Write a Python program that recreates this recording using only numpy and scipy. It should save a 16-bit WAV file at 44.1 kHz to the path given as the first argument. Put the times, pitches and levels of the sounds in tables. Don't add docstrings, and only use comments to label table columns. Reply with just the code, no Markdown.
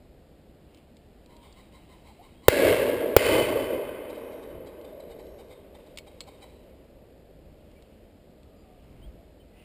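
import sys
import numpy as np
from scipy import signal
from scipy.fft import rfft, irfft, next_fast_len
from scipy.io import wavfile
from scipy.ndimage import uniform_filter1d

SR = 44100
rng = np.random.default_rng(int(sys.argv[2]) if len(sys.argv) > 2 else 0)


def write(x):
    x = np.atleast_2d(x).T
    wavfile.write(sys.argv[1], SR, np.round(np.clip(x, -1, 1) * 32767).astype(np.int16))


N = 425124
TIME = np.arange(N) / SR


def from_db(db):
    return 10 ** (np.asarray(db) / 20)


def rms_one(x):
    return x / np.sqrt(np.mean(x ** 2) + 1e-20)


def coloured(x, colour):
    hz, db = np.transpose(colour)
    size = next_fast_len(len(x), real=True)
    bins_hz = np.maximum(np.arange(size // 2 + 1) * SR / size, 1)
    gain = from_db(np.interp(np.log(bins_hz), np.log(hz), db))
    filtered = irfft(rfft(x, size) * gain, size)
    return rms_one(filtered[:len(x)])


def band(x, low_hz, high_hz):
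    edges_hz = [low_hz, min(high_hz, SR / 2 - 1000)]
    sos = signal.butter(2, edges_hz, "band", fs=SR, output="sos")
    return signal.sosfilt(sos, x + 1e-18)


def resonate(x, resonances):
    out = 0
    for hz, width_hz, db in resonances:
        radius = np.exp(-np.pi * width_hz / SR)
        poles = [1, -2 * radius * np.cos(2 * np.pi * hz / SR), radius * radius]
        peak = (1 - radius * radius) / 2 * signal.lfilter([1, 0, -1], poles, x + 1e-18)
        out = out + from_db(db) * peak
    return out


def decay(age_s, t60_s):
    return (age_s >= 0) * np.exp(-np.log(1000) * np.clip(age_s / t60_s, 0, 10))


def ring(age_s, hz, t60_s):
    return np.sin(2 * np.pi * hz * age_s) * decay(age_s, t60_s)


def add(out, start_s, sound):
    start = round(start_s * SR)
    out[start:start + len(sound)] += sound[:N - start]


def grains(per_s):
    return rms_one(rng.standard_normal(N) * (rng.random(N) < per_s / SR))


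def swells(rows, t_s=TIME):
    power = 0
    for centre_s, level_db, spread_s in rows:
        distance = np.minimum(abs(t_s - centre_s) / spread_s, 10)
        power = power + from_db(level_db) ** 2 * np.exp(-.5 * distance ** 2)
    return np.sqrt(power)


# start_s, blast_db, boom_hz, crack_db, scatter_db, scatter_peak_delay_s, roll_db
SHOTS = [(2.4829, 4, 481, -2, -28.5, 0.22, -24), (3.1651, 4, 476, -2.5, -28, .17, -26)]
# mode_hz, mode_db, mode_t60_s
CASE_MODE = (840, -5, 0.016)


def blasts(boom_s=0.0038, boom_lowest_hz=230, crack_t60_s=.016, thump_hz=90, thump_db=-5, thump_t60_s=0.035,
           shudder_db=-19, shudder_t60_s=0.03):
    out, age_s = np.zeros(N), TIME[:SR // 4]
    mode_hz, mode_db, mode_t60_s = CASE_MODE
    for start_s, blast_db, boom_hz, crack_db, *_ in SHOTS:
        boom = np.sin(2 * np.pi * boom_hz * age_s + np.pi / 3) * np.exp(-(age_s / boom_s) ** 4)
        boom = band(from_db(blast_db) * boom, boom_lowest_hz, SR / 2)
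        boom += from_db(mode_db) * ring(age_s, mode_hz, mode_t60_s)
        crack = rms_one(band(rng.standard_normal(len(age_s)), 460, 5500))
        crack *= from_db(crack_db) * decay(age_s, crack_t60_s)
        thump = from_db(thump_db) * ring(age_s, thump_hz, thump_t60_s)
        shudder = rms_one(band(rng.standard_normal(len(age_s)), 400, 1100))
        shudder *= from_db(shudder_db) * decay(age_s, shudder_t60_s)
        add(out, start_s, crack - boom + thump + shudder)
    return out


# hz, density_db (per Hz), extra_loss_db_per_s, first_echo_db
SCATTER = [(34.33, -3, -1.5, -10), (110, 12, 3.5, -17.5), (178, 1, 0.5, -26.5), (400, -14, -2.5, -3),
           (794, 0, -5.5, -8), (1120, 2, -5, -10), (1280, -6.5, -1.5, -4.5), (1690, -6, -2.5, -1),
           (2810, -6.5, 5, -3.5), (3400, -9, 3, -7), (4830, -13.5, 13, -0.5), (5940, -11, 15.5, -5.5)]
# hz, width_hz, peak_db
SCATTER_PEAKS = [
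    [(1650, 100, 6), (2130, 290, 4), (2710, 340, -1), (3150, 150, -6), (3920, 220, -7.5), (4370, 210, -8.5)],
    [(1020, 340, -10.5), (1535, 71, 3), (2080, 140, 6), (2490, 220, 3.5), (3010, 54, 11.5), (4540, 260, -2)],
]


def scatter(echoes_per_s=8000, peaks_db=4.0, crest_db=1.0, hold_s=0.41, loss_db_per_decade=54):
    hz, density_db, loss_db_per_s, first_db = np.transpose(SCATTER)
    edges_hz = np.geomspace(30, 7680, 17)
    out, age_s = np.zeros(N), TIME[:4 * SR]
    for (start_s, _, _, _, scatter_db, peak_s, _), peaks in zip(SHOTS, SCATTER_PEAKS):
        echoes = rfft(coloured(grains(echoes_per_s)[:len(age_s)], np.c_[hz, density_db]))
        bins_hz = np.arange(len(echoes)) * SR / len(age_s)
        fade_db = loss_db_per_decade * np.log10(1 + np.maximum(age_s - peak_s, 0) / hold_s)
        tail = 0
        for low_hz, high_hz in zip(edges_hz, edges_hz[1:]):
            centre_hz = np.sqrt(low_hz * high_hz)
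            rise_db = np.interp(age_s, [0, peak_s], [np.interp(centre_hz, hz, first_db), crest_db])
            loss_db = np.interp(centre_hz, hz, loss_db_per_s) * np.minimum(age_s - peak_s, 1)
            band_echoes = irfft(echoes * (bins_hz >= low_hz) * (bins_hz < high_hz))
            tail = tail + from_db(scatter_db + rise_db - fade_db - loss_db) * band_echoes
        add(out, start_s, tail + from_db(peaks_db) * resonate(tail, peaks))
    return out


# hz, level_db
ROLL_COLOUR = [(120, -34.5), (215, -13), (280, -5), (380, -2), (490, 1.5), (610, 0), (680, -8),
               (750, -23.5), (850, -18), (1200, -38), (2000, -59.5)]
# delay_s, level_db (against the roll), spread_s
STANDS = [(.05, 1.5, 0.0091), (.105, 1, 0.019), (.172, 6, 0.034), (.236, 5, 0.014), (.35, -0.5, 0.033),
          (.406, 1.5, .01), (.455, -.5, .012), (.56, -1, 0.022), (.63, -5, .025), (1.92, -20, 0.18)]


def roll(echoes_per_s=8000, evenness=0.65, rise_s=0.083, hold_s=0.42, loss_db_per_decade=35.5,
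         thin_below_hz=330, bass_fill_s=0.27):
    out = np.zeros(N)
    fade_db = loss_db_per_decade * np.log10(np.hypot(1, TIME / hold_s))
    steady = (1 - np.exp(-TIME / rise_s)) * from_db(-fade_db)
    answer = np.hypot(steady, swells(STANDS))
    thin_share = np.exp(-TIME / bass_fill_s)
    for start_s, *_, roll_db in SHOTS:
        near = coloured(grains(echoes_per_s), ROLL_COLOUR)
        far = coloured(grains(echoes_per_s), ROLL_COLOUR)
        thin = rms_one(band(near, thin_below_hz, SR / 2))
        echoes = np.sqrt(thin_share) * thin + np.sqrt(1 - thin_share) * far
        local_power = uniform_filter1d(echoes ** 2, size=1200) + 1e-6
        echoes /= local_power ** (evenness / 2)
        add(out, start_s, from_db(roll_db) * answer * rms_one(echoes))
    return out


# start_s, force_db
GUN_CLICKS = [(0.746, -47.5), (0.773, -51), (.968, -49.5), (1.26, -49.5), (1.366, -48), (1.526, -47),
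              (4.813, -49.5), (5.267, -50), (5.484, -55), (5.961, -55), (5.9734, -29.5), (5.985, -29.5),
              (6.2058, -28.5), (6.211, -35), (6.238, -50), (7.714, -54), (7.823, -51), (8.432, -55)]
# hz, mode_db, t60_s
STEEL = [(2237, 2, 0.054), (4270, -4, 0.12), (4700, -17, .2)]


def gun_clicks(gain_db=-2.5, snap_t60_s=0.01, rattle_db=-11.0, rattle_t60_s=0.048, body_db=-9.0,
               hardest_ring_db=-12, ring_db_per_force_db=.8):
    out, age_s = np.zeros(N), TIME[:SR // 2]
    hardest_db = max(force_db for _, force_db in GUN_CLICKS)
    steel = sum(from_db(mode_db) * ring(age_s, hz, t60_s) for hz, mode_db, t60_s in STEEL)
    envelope = decay(age_s, snap_t60_s) + from_db(rattle_db) * decay(age_s, rattle_t60_s)
    for start_s, force_db in GUN_CLICKS:
        ring_db = hardest_ring_db + ring_db_per_force_db * (force_db - hardest_db)
        contact = rng.standard_normal(len(age_s))
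        snap = rms_one(band(contact, 1900, 5000))
        snap += from_db(body_db) * rms_one(band(contact, 550, 1930))
        add(out, start_s, from_db(force_db + gain_db) * (snap * envelope + from_db(ring_db) * steel))
    return out


# hz (before variety), width_hz, peak_db
THROAT = [(860, 200, 2.5), (1020, 71, 0), (2100, 260, -1), (3110, 99, -1.5), (3793, 120, 2.5),
          (4600, 250, -14)]


def pheasant(notes, gain_db, pitch_hz, rasp, trees_db, trees_t60_s, jitter=0.64, arch=0.1, variety=0.046):
    out, age_s = np.zeros(N), TIME[:SR // 2]
    for start_s, level_db, length_s in notes:
        waver, hiss, echo = rng.standard_normal((3, len(age_s)))
        along = np.minimum(age_s / length_s, 1)
        swell = np.sin(np.pi * along)
        hz = pitch_hz * (1 + arch * (swell - 1) + jitter * uniform_filter1d(waver, size=100))
        pulses = rms_one(np.diff(np.floor(np.cumsum(hz) / SR), prepend=0))
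        trail = from_db(trees_db) * along * decay(age_s, trees_t60_s)
        note = swell * rms_one(pulses + rasp * hiss) + trail * echo
        throat = [(hz * (1 + variety * rng.uniform(-1.5, 1)), width_hz, peak_db)
                  for hz, width_hz, peak_db in THROAT]
        add(out, start_s, from_db(level_db + gain_db) * resonate(note, throat))
    return out


# start_s, level_db (before gain_db)
CACKLE = [(1.28, -55), (1.408, -49), (1.545, -50), (1.714, -51.5), (1.877, -51.5), (2.034, -50),
          (2.206, -51), (2.415, -48.5)]


def cackle(note_s=.083):
    notes = [(start_s, level_db, note_s) for start_s, level_db in CACKLE]
    return pheasant(notes, gain_db=3.0, pitch_hz=1057, rasp=1.0, trees_db=2.5, trees_t60_s=0.69)


# start_s, level_db (before gain_db), length_s
CLUCKS = [(4.089, -48, 0.026), (4.132, -54, 0.044), (4.314, -54, .029), (4.42, -53, 0.029),
          (4.656, -52, 0.031), (4.842, -51.5, 0.017), (4.995, -53, .02), (5.085, -54, 0.057),
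          (5.183, -54, 0.037), (5.377, -53, 0.046), (5.494, -52.5, 0.053), (5.742, -52.5, .022),
          (5.858, -57, .024), (6.062, -53, 0.028), (6.266, -49, 0.033), (6.408, -49, 0.046)]


def clucks():
    return pheasant(CLUCKS, gain_db=10.0, pitch_hz=796, rasp=1.0, trees_db=-7.5, trees_t60_s=0.98)


# start_s, length_s, first_hz, last_hz, level_db, hoarseness (share of pitch)
BIRDS = [(1.253, 0.25, 970, 926, -59.5, 0.019), (1.334, .3, 3200, 3330, -66.5, 0.0086),
         (2.081, 0.046, 790, 907, -52, 0.061), (2.177, 0.06, 677, 896, -48, 0.087),
         (2.335, 0.11, 3200, 3330, -66, 0.0061), (4.084, 0.51, 5560, 5680, -67, 0.01),
         (5.1, 0.46, 5370, 5700, -68, .012), (7.752, .045, 2250, 2330, -62, 0.02),
         (8.199, 0.84, 1220, 1194, -72.5, 0.038), (8.55, .1, 4940, 4700, -70, .005),
         (8.621, 0.26, 778, 660, -59.5, 0.027), (9.009, 0.065, 2940, 3420, -59, 0.011),
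         (9.146, 0.1, 680, 678, -57, .01), (9.392, 0.04, 3100, 3050, -62, 0.0083),
         (9.503, 0.167, 1980, 2070, -68, .02), (9.533, 0.17, 2690, 2830, -61, 0.063)]


def birds():
    out = np.zeros(N)
    for start_s, length_s, first_hz, last_hz, level_db, hoarseness in BIRDS:
        along = np.linspace(0, 1, int(length_s * SR))
        waver = rms_one(uniform_filter1d(rng.standard_normal(SR), size=200))[:len(along)]
        hz = (first_hz + (last_hz - first_hz) * along) * (1 + hoarseness * waver)
        tone = np.sin(2 * np.pi * np.cumsum(hz) / SR)
        add(out, start_s, from_db(level_db) * np.sin(np.pi * along) * tone)
    return out


# centre_s, level_db, spread_s
MOVES = [(.77, -64, 0.035), (1.9, -65.5, 0.37), (6.25, -66, 0.39), (7.82, -68.5, 0.17), (8.9, -69, .2),
         (9.63, -61, .04)]
# hz, level_db
RUSTLE_COLOUR = [(300, -11.5), (1000, 1.5), (1500, -11), (2200, 0), (3000, 1.5), (4000, -14.5), (6000, -9)]


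def clothes(still_db=-80.5, grains_per_s=2500):
    return np.hypot(from_db(still_db), swells(MOVES)) * coloured(grains(grains_per_s), RUSTLE_COLOUR)


# centre_s, level_db, spread_s
GUSTS = [(4.56, -47.5, 0.031), (7.49, -52.5, 0.097), (9.01, -46.5, 0.1)]
# hz, level_db
GUST_COLOUR = [(20, -8.5), (50, 4.5), (90, -7.5), (160, -7.5), (300, -21.5), (900, -32), (3000, -51)]


def wind(breeze_db=-67):
    return np.hypot(from_db(breeze_db), swells(GUSTS)) * coloured(rng.standard_normal(N), GUST_COLOUR)


# hz, density_db (per Hz)
AIR = [(15, -31.5), (25, -3.5), (69, 2), (103, -6), (123, -8), (194, -5.5), (355, -7.5), (398, -9.5),
       (609, -11), (730, -16), (1050, -28), (2300, -29.5), (5400, -34.5), (7020, -61.5), (11900, -120)]


def air(level_db=-53):
    return from_db(level_db) * coloured(rng.standard_normal(N), AIR)


# hz, density_db (per Hz)
MIC_HISS = [(15, -40), (25, -1.5), (207, 0.5), (487, -13.5), (652, -15), (1430, -14.5), (4510, -13.5),
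            (5400, -10.5), (7020, -49.5), (11900, -120)]


def mic_hiss(level_db=-80.0):
    side = from_db(level_db) * coloured(rng.standard_normal(N), MIC_HISS)
    return side * np.array([[1], [-1]])


def scene():
    gun = blasts() + scatter() + roll() + gun_clicks()
    bird_calls = cackle() + clucks() + birds()
    background = clothes() + wind() + air()
    return gun + bird_calls + background + mic_hiss()


def record(dry, treble_burst_db=-4.5, broad_burst_db=-15.0, cutoff_hz=16600):
    lowpass = signal.butter(10, 5250, fs=SR, output="sos")
    narrow = signal.sosfilt(lowpass, np.clip(dry, -1, 1))
    at_12_khz = signal.resample_poly(narrow, 160, 147, axis=1)[:, ::4]
    steps = np.repeat(at_12_khz, 4, axis=1)
    held = signal.resample_poly(steps, 147, 160, axis=1)[:, :N]
    held = signal.sosfilt(signal.ellip(10, .2, 70, 15300, fs=SR, output="sos"), held)
    treble = from_db(treble_burst_db) * rms_one(band(rng.standard_normal(N), 14200, 15700))
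    broad = from_db(broad_burst_db) * rms_one(band(rng.standard_normal((2, N)), 100, 20000))
    clipped = np.clip(held + (dry < -.8) * (treble + broad), -1, 1)
    return signal.sosfilt(signal.ellip(12, .1, 90, cutoff_hz, fs=SR, output="sos"), 0.95 * clipped)


dry = scene()
out = record(dry)
write(out)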